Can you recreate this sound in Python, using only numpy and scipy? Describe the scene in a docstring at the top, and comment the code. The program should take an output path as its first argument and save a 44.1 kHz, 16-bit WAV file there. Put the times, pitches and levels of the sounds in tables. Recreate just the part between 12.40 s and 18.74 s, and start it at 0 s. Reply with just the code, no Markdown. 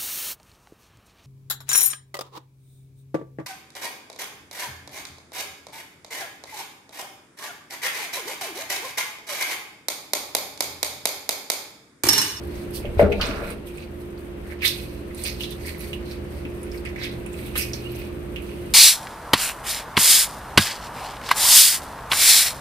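"""Tiled kitchen, steel bowl in the sink: wet raw chicken is rubbed with a cut lime.
Squelches and spray are bursts of random clicks ringing drifting air pockets; suction pops are rising sine cycles.
A piece drops into the bowl and hands rummage in it: decaying modes, scrape noise, low push.
An appliance hums (tones plus narrow noise) over shaped noise for room air; random taps give the echoes."""
import sys
import numpy as np
from scipy import signal
from scipy.fft import rfft, irfft
from scipy.io import wavfile
from scipy.ndimage import uniform_filter1d

SR = 44100
rng = np.random.default_rng(int(sys.argv[2]) if len(sys.argv) > 2 else 0)


def to_wav(s):
    """Save 16-bit WAV."""
    ch = np.atleast_2d(s).T  # columns
    pcm = np.round(np.clip(ch, -1, 1) * 32767)  # PCM
    wavfile.write(sys.argv[1], SR, pcm.astype(np.int16))


N = 279499


def amp(db):
    """Amplitude ratio of a level in dB."""
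    return 10 ** (np.asarray(db) / 20)


def evened(x):
    """Scales to unit RMS."""
    return x / np.sqrt(np.mean(x ** 2) + 1e-20)


def read(points, hz):
    """Interpolates a (f/Hz, value) table on a log frequency axis."""
    f, value = np.transpose(points)
    return np.interp(np.log(hz + 1), np.log(f + 1), value)


def curves(rows):
    """Every column at every sample, and a gate that fades to zero within 10 ms outside the table."""
    s, *columns = np.transpose(rows)
    t = np.arange(N) / SR
    inside_s = np.minimum(t - s[0], s[-1] - t)
    gate = np.clip(inside_s / .01 + 1, 0, 1)
    return [np.interp(t, s, c) for c in columns], gate


def panned(x, left_right_db):
    """Left and right channels, left louder by the given dB."""
    gains = np.array([amp(left_right_db / 2), amp(-left_right_db / 2)])
    return x * gains.reshape(2, -1)


def coloured(x, points):
    """Filters x by a (f/Hz, level/dB) table."""
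    return irfft(rfft(x) * amp(read(points, np.fft.rfftfreq(N, 1 / SR))), N)


def resonate(x, hz, width_hz):
    """Resonance of gain 1 on a moving centre: shift hz to zero, smooth, shift back."""
    turn = np.exp(2j * np.pi * np.cumsum(hz * np.ones(N)) / SR)
    r = np.exp(-np.pi * abs(width_hz) / SR)
    smooth = signal.lfilter([1 - r], [1, -r], x / turn + 1e-18)
    return 2 * (turn * smooth).real


def twice(x, hz, width_hz):
    """Two equal resonances in series: steeper skirts."""
    return resonate(resonate(x, hz, width_hz), hz, width_hz)


def bursts(per_s, spread_db):
    """Random clicks of either sign, a few much larger than the rest."""
    size = amp(spread_db * np.minimum(rng.exponential(1, N), 4))
    hit = rng.random(N) < per_s / SR
    return evened(size * rng.standard_normal(N) * hit)


def gurgle(per_s, hz, width_hz, wobble):
    """Bubbles ring a pocket of changing size: one shared stream plus one of its own per channel."""
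    streams = []
    for _ in range(3):
        size = 1 + wobble * evened(uniform_filter1d(rng.standard_normal(N), size=300))
        pocket_hz = hz * np.clip(size, .5, 2)
        streams.append(evened(twice(bursts(per_s, 3.8), pocket_hz, width_hz)))
    return evened(streams[0] + 2.3 * np.array(streams[1:]))


# room air spectrum: f/Hz, relative level/dB per Hz
AIR_SPECTRUM = [(14, -44), (28, 2), (65, -13), (163, -2), (210, -7), (262, -6.5), (347, -2.5), (459, -9),
                (558, -9), (759, -18.5), (2600, -24.5), (6010, -41.5), (11800, -46), (14700, -89),
                (16000, -68)]
AIR_DB = -37  # RMS of the air before the hum
# left-right likeness of the air: f/Hz, correlation (-1..1)
AIR_LIKENESS = [(60, 0.77), (180, 0.87), (550, 0.1), (1650, -0.052), (4970, -0.07), (15000, -1)]
# left-right balance of air and hum: f/Hz, left over right/dB
AIR_BALANCE = [(30, -9.5), (125, 2), (300, -4.5), (1000, 4.5), (8000, -3.5)]
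# appliance tones: f/Hz, width/Hz per resonance, level/dB, pure-tone share of power (0..1)
HUM_TONES = [(58.2, 12, -41, 0.42), (77.1, 14, -41.5, 0.75), (121.8, 2.9, -44.5, 0.16),
             (170.6, 3, -60, 0.077), (208.5, 10.2, -46, 1), (235.2, 5.7, -51, 0.11),
             (295.6, 9.2, -49, 0.27), (351, 12.3, -38.5, 0.96), (417.6, 7.2, -51, 0.82),
             (516.4, 7.7, -55, 0.5)]


def room_air():
    """Spectrally shaped noise whose channels are alike in the bass, unlike or opposed higher up."""
    frames, hz = N // 512 + 5, np.fft.rfftfreq(2048, 1 / SR)
    a, b, c, d = rng.standard_normal((frames, 1025, 4)).T
    same = np.clip(read(AIR_LIKENESS, hz), -1, 1)[:, None]
    left = a + 1j * b
    right = same * left + np.sqrt(1 - same ** 2) * (c + 1j * d)
    gain = panned(amp(read(AIR_SPECTRUM, hz)), read(AIR_BALANCE, hz))
    z = np.array([left, right]) * gain[:, :, None]
    return amp(AIR_DB) * evened(signal.istft(z, nperseg=2048, noverlap=1536)[1][:, :N])


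def appliance():
    """Hum: each tone is a steady sine plus narrow noise that makes it waver."""
    out, t = np.zeros((2, N)), np.arange(N) / SR
    for f, width_hz, db, pure in HUM_TONES:
        pure = np.clip(pure, 0, 1)
        fuzz = evened(twice(rng.standard_normal(N), f, width_hz))
        sine = np.sin(2 * np.pi * (f * t + rng.random()))
        tone = np.sqrt(2 * pure) * sine + np.sqrt(1 - pure) * fuzz
        out += panned(amp(db) * tone, read(AIR_BALANCE, f))
    return out


# decay of the tiled room: f/Hz, t60/s
ROOM_DECAY = [(200, 0.33), (2500, 0.33), (6000, 0.23), (14000, 0.2)]


def room(x):
    """Sparse random-sign taps, different per channel: quick echoes off the sink, then the tiles."""
    taps = np.zeros((2, SR // 2))
    grid = np.arange(100, SR // 2 - 20, 20)
    at = grid + rng.integers(0, 20, (2, (SR // 2 - 101) // 20))
    np.put_along_axis(taps, at, rng.choice([-1., 1.], at.shape), 1)
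    hz, t, z = signal.stft(taps, SR, nperseg=256)
    sink = amp(-60 * t / 0.046)  # t60 46 ms
    tiles = amp(-10.5 - 60 * t / np.maximum(read(ROOM_DECAY, hz), .02)[:, None])
    tail = signal.istft(z * (sink + tiles), SR, nperseg=256)[1]
    return signal.fftconvolve(x, tail / np.linalg.norm(tail[0]), axes=1)[:, :N]


# modes of bowl and sink: f/Hz, relative level/dB, t60/s
BOWL_MODES = [(77.9, 4.5, 0.33), (139, -3, 0.11), (201.2, 2.5, 0.18), (283.5, 5.5, 0.072),
              (413.6, 3.5, 0.12), (468, 8, 0.097), (575, 6.5, 0.068), (642, 2, 0.087), (686, -4, 0.16),
              (777, -3.5, 0.08), (887, -16, 0.28), (1050, -14, 0.14), (1246, -2, 0.024), (1426, -8.5, 0.17),
              (2360, -20, 0.13)]
# meat landing in the bowl: t/s, relative level/dB, f/Hz of the modes rung most
MEAT_BLOWS = [(.447, -31, 537), (0.57, -15.5, 90.6), (.5942, -7, 556), (.613, -10.5, 570), (0.619, 3, 112),
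              (.623, -15.5, 454), (0.644, -16, 91), (.646, -20, 744), (.688, -19, 418), (.715, -16.5, 384),
              (.72, -12, 2450), (0.798, -22.5, 1310), (0.891, -21, 287), (.92, -31.5, 590),
              (1.02, -26, 561.4), (4.051, -26, 250), (5.155, -22, 1190)]
# pieces shoved about: t/s, relative ring level/dB, scrape level/dB, low push level/dB
BOWL_SHOVES = [(.38, -82, -64, -50), (.492, -74, -62, -33), (.56, -87, -84, -39), (.594, -85, -29.5, -36),
               (.622, -47, -32.5, -13.5), (.646, -55, -31, -36), (.79, -61, -54, -25),
               (.802, -63, -29, -27), (1.112, -69.5, -37.5, -40.5), (1.252, -83, -78, -48)]


def bowl():
    """Blows ring the modes near their own pitch; shoving rattles ten modes, scrapes and pushes the sink."""
    t = np.arange(SR // 2) / SR
    hz, db, t60_s = np.transpose(BOWL_MODES)[:, :, None]
    decay = amp(db - 60 * t / np.maximum(t60_s, .01))
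    modes = decay * np.sin(2 * np.pi * hz * t) * np.minimum(t / 0.0016, 1)  # 1.6 ms attack
    rung = np.zeros((len(BOWL_MODES), N + len(t)))
    for s, blow_db, near_hz in MEAT_BLOWS:
        octaves = np.log2(hz / near_hz)
        share = amp(np.maximum(-110 * octaves ** 2, -24))
        rung[:, round(s * SR):][:, :len(t)] += amp(blow_db) * share * modes
    (ring_db, scrape_db, push_db), on = curves(BOWL_SHOVES)
    for k in range(1, 11):
        rattle = amp(ring_db) * on * bursts(550, 1.1)
        rung[k, :N] += signal.oaconvolve(rattle, modes[k])[:N]
    sink, pan = rung[:3, :N].sum(0), rung[3:, :N].sum(0)
    scrape = amp(scrape_db) * on * gurgle(2800, 1270, 760, wobble=0.065)
    push = amp(push_db) * on * evened(twice(rng.standard_normal(N), 41.3, 75))
    return panned(pan, 4.2) + panned(scrape, -2.8) + panned(sink + push, -0.58)


# suction pops between wet skin and rind: t/s, strength level/dB, pocket f/Hz, left over right/dB
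SUCTION_POPS = [(.0737, -37, 11400, -15), (0.3084, -33, 11200, -19), (.3406, -27, 11500, -7),
                (0.3547, -27, 4600, 2), (0.3544, -24, 10900, -5), (0.4537, -27.5, 2910, -7),
                (0.595, -13.5, 2110, -9), (0.7213, -22, 2380, -24), (0.8127, -11.5, 2910, -13),
                (.8127, -7, 4490, 3), (0.8675, -17.5, 8500, -9), (1.1049, -18, 9300, -10),
                (1.2725, -33, 3140, 0), (1.3743, -33, 8500, -21), (1.3806, -25.5, 2440, -5),
                (1.6023, -36, 11500, -13), (1.777, -35, 4430, -3), (2.2204, -18.5, 2400, -18),
                (2.7087, -31, 2000, -6), (2.748, -29, 9500, -25), (2.7796, -32, 8100, -22),
                (2.8384, -10.5, 8950, -13), (2.8529, -20, 4450, -5), (3.0076, -16, 2850, -8.5),
                (3.035, -15.5, 3430, -1.5), (3.1078, -23, 11200, -15), (3.267, -21.5, 9000, -11),
                (3.3827, -28, 12600, -11), (3.394, -27, 10300, -14), (3.406, -21, 11360, -3),
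                (3.413, -40, 11000, -4), (3.5312, -16.5, 2790, -4.5), (3.713, -25.5, 4430, -4),
                (4.0522, -24.5, 2500, -1), (4.2316, -25.5, 9600, -12), (4.3172, -29.5, 5100, -8),
                (4.3444, -29, 2200, 3), (4.376, -31, 4440, 2), (4.4523, -27.5, 2445, -10),
                (4.4513, -30, 8600, -13), (4.56, -24, 2030, -7), (4.863, -26, 8900, -11),
                (4.863, -30, 2500, -9), (4.9317, -30, 7850, -12), (4.9414, -32.5, 2470, -12),
                (5.0629, -30, 11500, -15), (5.1562, -16, 2680, 3), (5.1582, -28, 10600, -3),
                (5.1776, -3.5, 11300, -3), (5.223, -16.5, 5470, -8), (5.334, -13.5, 5450, -4),
                (5.5196, -25.5, 12300, -11), (5.5593, -29, 11400, -13), (5.5897, -21, 13900, -2),
                (5.9606, -29, 2750, -24.5), (6.022, -33, 10800, -15)]


def pops():
    """Each pocket snaps open: a few cycles that swell, glide up and die, over a broad tick."""
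    out, t = np.zeros((2, N + 1000)), np.arange(1000) / SR
    ticks = rng.standard_normal((len(SUCTION_POPS), 1000))
    for (s, db, hz, pan_db), tick in zip(SUCTION_POPS, ticks):
        cycles = t * hz
        envelope = (1 - np.exp(-cycles / 0.35)) * np.exp(-cycles / 3.37)
        ring = envelope * np.sin(2 * np.pi * cycles * (1 + 8 * t))
        snap = ring + 0.073 * tick * np.exp(-cycles / 6.1)
        out[:, round(s * SR):][:, :1000] += panned(amp(db) * snap, pan_db)
    return out[:, :N]


# squelches of lime on skin: peak t/s, swell/s, fade/s, palm pocket level/dB, palm pocket f/Hz,
# finger gaps level/dB, finger gaps f/Hz, fine spray relative level/dB
LIME_SQUELCHES = [(.16, 0.31, 0.35, -56, 2160, -60.5, 4310, -59.5),
                  (.356, 0.044, 0.069, -47, 2770, -48, 4560, -41.5),
                  (.46, .1, 0.053, -50, 2340, -82, 3500, -78),
                  (0.598, 0.021, 0.075, -32.5, 2170, -44.5, 3800, -46),
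                  (0.721, 0.0059, 0.046, -29, 2420, -48, 3600, -71),
                  (0.815, 0.0056, 0.075, -27, 2400, -28, 3800, -46),
                  (.9, 0.23, 0.22, -39, 2500, -44.5, 4070, -52),
                  (1.128, 0.43, 0.023, -42, 2330, -50, 3860, -46),
                  (1.27, 0.025, 0.21, -49, 2460, -60.5, 3600, -52),
                  (1.43, 0.12, 0.055, -51, 2460, -53.5, 4170, -56),
                  (1.605, 0.011, 0.065, -79, 2400, -61, 4000, -56),
                  (1.782, .006, 0.072, -56, 2333, -66, 4300, -51.5),
                  (1.855, .01, 0.079, -70, 2370, -86, 4070, -63.5),
                  (2.129, 0.14, 0.029, -43.5, 1870, -56.5, 4100, -50),
                  (2.235, 0.024, 0.069, -23, 2420, -45.5, 3900, -56),
                  (2.257, 0.03, 0.088, -33, 2560, -21, 3790, -29),
                  (2.35, 0.09, 0.36, -46.5, 2470, -49.5, 4220, -46.5),
                  (2.794, 0.05, 0.27, -49, 2320, -46.5, 4090, -43.5),
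                  (2.842, 0.0072, 0.11, -81, 2315, -60.5, 4400, -52.5),
                  (2.861, 0.027, 0.094, -34, 2300, -34, 4500, -40.5),
                  (3.01, 0.036, 0.098, -49, 2680, -41, 3900, -43),
                  (3.035, .005, 0.076, -39, 2820, -40.5, 3890, -46),
                  (3.11, .03, 0.051, -52, 2880, -48, 3680, -53),
                  (3.282, 0.11, 0.14, -41.5, 2080, -46.5, 4400, -44),
                  (3.41, 0.035, 0.22, -46, 2220, -52.5, 4380, -47.5),
                  (3.535, 0.0087, 0.055, -46, 2770, -50, 3460, -51),
                  (3.72, 0.1, 0.1, -47.5, 2230, -49, 4170, -51.5),
                  (3.99, 0.19, 0.12, -55, 2120, -59, 4470, -55.5),
                  (4.36, 0.51, .1, -55, 2240, -65, 4900, -57.5),
                  (4.46, 0.016, 0.062, -36, 2200, -52.5, 4700, -54),
                  (4.59, 0.051, 0.26, -43, 2070, -81.5, 4495, -68.5),
                  (4.639, 0.059, 0.088, -35.5, 2220, -38.5, 3770, -49),
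                  (4.99, 0.054, 0.2, -49.5, 2080, -58, 4500, -52),
                  (5.08, 0.39, 0.2, -52, 2680, -58, 3570, -53.5),
                  (5.159, 0.0079, 0.11, -35, 1690, -39, 3400, -37.5),
                  (5.183, 0.034, 0.11, -30.5, 2500, -37.5, 5330, -32.5),
                  (5.336, .006, 0.095, -48, 1980, -43.5, 4400, -49),
                  (5.45, 0.48, 0.25, -54, 2630, -59, 4130, -54),
                  (5.61, 0.32, 0.15, -48, 2550, -56, 4000, -53),
                  (5.964, .006, 0.06, -39, 2520, -76, 3500, -56),
                  (6.05, 0.071, 1, -55, 2670, -61.5, 4280, -54)]
SPAN_DB = 20  # change of level over the swell or fade time
REST_DB = -62.5  # relative level of faint spray from wet hands at rest


def squelching():
    """Layer levels and pocket pitches: squelch powers add, the loudest dominates the pitch."""
    t = np.arange(0, N / SR + .002, .001)
    columns = np.transpose(LIME_SQUELCHES)[:, :, None]
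    s, swell_s, fade_s, palm_db, palm_hz, gaps_db, gaps_hz, spray_db = columns
    rising, falling = (s - t) / np.maximum(swell_s, .005), (t - s) / np.maximum(fade_s, .005)
    shape_db = np.maximum(-SPAN_DB * np.maximum(rising, falling), -200)
    power = [amp(db + shape_db) ** 2 for db in (palm_db, gaps_db, spray_db)]
    pitch = [(p * hz).sum(0) / p.sum(0) for p, hz in zip(power, (palm_hz, gaps_hz))]
    level = [np.sqrt(p.sum(0)) for p in power]
    level[2] = np.hypot(level[2], amp(REST_DB))
    return [np.interp(np.arange(N) / SR, t, c) for c in level + pitch]


TACKS_PER_S, TACK_S, TACK_SHARE = 35, .025, .4


def tacky():
    """Sticky skin lets go in small tugs: the gain jumps at each and sinks until the next."""
    tugs = rng.random(N) * (rng.random(N) < TACKS_PER_S / SR)
    tugs = signal.lfilter([1], [1, -np.exp(-1 / (TACK_S * SR))], tugs)
    return evened(1 - TACK_SHARE + TACK_SHARE * evened(tugs))


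# a finger slips: t/s, level/dB, f/Hz
FINGER_SQUEAK = [(5.42, -48.5, 2530), (5.45, -47, 2760), (5.51, -54, 3066), (5.535, -57, 3000)]


def squeak():
    """A slipping finger: noise through a narrow gliding resonance."""
    (slip_db, slip_hz), on = curves(FINGER_SQUEAK)
    return amp(slip_db) * on * evened(resonate(rng.standard_normal(N), slip_hz, 25))


# spray spectrum: f/Hz, relative level/dB per Hz
SPRAY_SPECTRUM = [(4000, -57), (6000, -13), (7200, -16.5), (8600, -4.5), (10000, -7.5), (11600, 0),
                  (12600, -0.5), (14000, -4), (16000, -9)]
# spray balance: f/Hz, left over right/dB
SPRAY_BALANCE = [(5000, -17), (8500, -22), (13000, -5.5)]
HANDS_LEFT_RIGHT_DB = -4
FLOOD_DB = -40  # gap level about which juice takes over from sticking


def rubbing():
    """Bursting bubbles ring air under the palm and between fingers; the finest hiss as spray."""
    palm, gaps, spray, palm_hz, gaps_hz = squelching()
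    wet = gaps / (gaps + amp(FLOOD_DB))
    tack = wet + (1 - wet) * tacky()
    palm = palm * gurgle(900, palm_hz, 650, wobble=.06)
    narrow = gurgle(1500, gaps_hz, 800, wobble=.05)
    broad = gurgle(1500, gaps_hz, 1800, wobble=0.22)
    gaps = gaps * tack * (narrow + 1.06 * broad)
    shared, *own_drops = [bursts(5000, 2.8) for _ in range(3)]
    hiss = np.array([coloured(shared + 1.6 * own, SPRAY_SPECTRUM) for own in own_drops])
    spray = spray * tack * evened(hiss)
    # hard squirts spray finer
    fine = np.array([resonate(side, 13000, 3500) for side in spray])
    spray = spray + 1.54 * wet ** 2 * fine
    balance_db = read(SPRAY_BALANCE, np.fft.rfftfreq(N, 1 / SR))
    spray = irfft(rfft(spray) * panned(0.84, balance_db), N)
    return panned(palm + gaps + squeak(), HANDS_LEFT_RIGHT_DB) + spray


def scene():
    """Air and hum, room echoes, bowl, and the hands close by."""
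    rub, pop, pot = rubbing(), pops(), bowl()
    near = amp(1.5) * rub + pop
    near[1] = np.roll(near[1], 8)  # hands reach the left 8 samples sooner
    echoed = amp(-1.5) * rub + pop + amp(-10) * pot
    return near + pot + room(echoed) + room_air() + appliance()


EDGE_HZ, RECOVERY_DB_PER_S, THRESHOLD_DB = 15700, 1.14, -12


def record(dry):
    """Gain control dips after loud sounds and creeps back; soft ceiling; low-pass band limit."""
    power_db = 10 * np.log10(abs(uniform_filter1d((dry ** 2).mean(0), 800)) + 1e-12)
    fall_db = np.arange(N) * RECOVERY_DB_PER_S / SR
    held_db = np.maximum.accumulate(power_db + fall_db) - fall_db
    over_db = np.maximum(held_db - THRESHOLD_DB, 0)
    dip_db = 0.9 * uniform_filter1d(over_db, 4000, origin=1900)  # smoothed, lagging
    ducked = np.tanh(dry / amp(dip_db))
    low_pass = signal.firwin(511, EDGE_HZ, window=("kaiser", 9), fs=SR)
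    return signal.oaconvolve(ducked, low_pass[None], "same")


dry = scene()
out = record(dry)
to_wav(out)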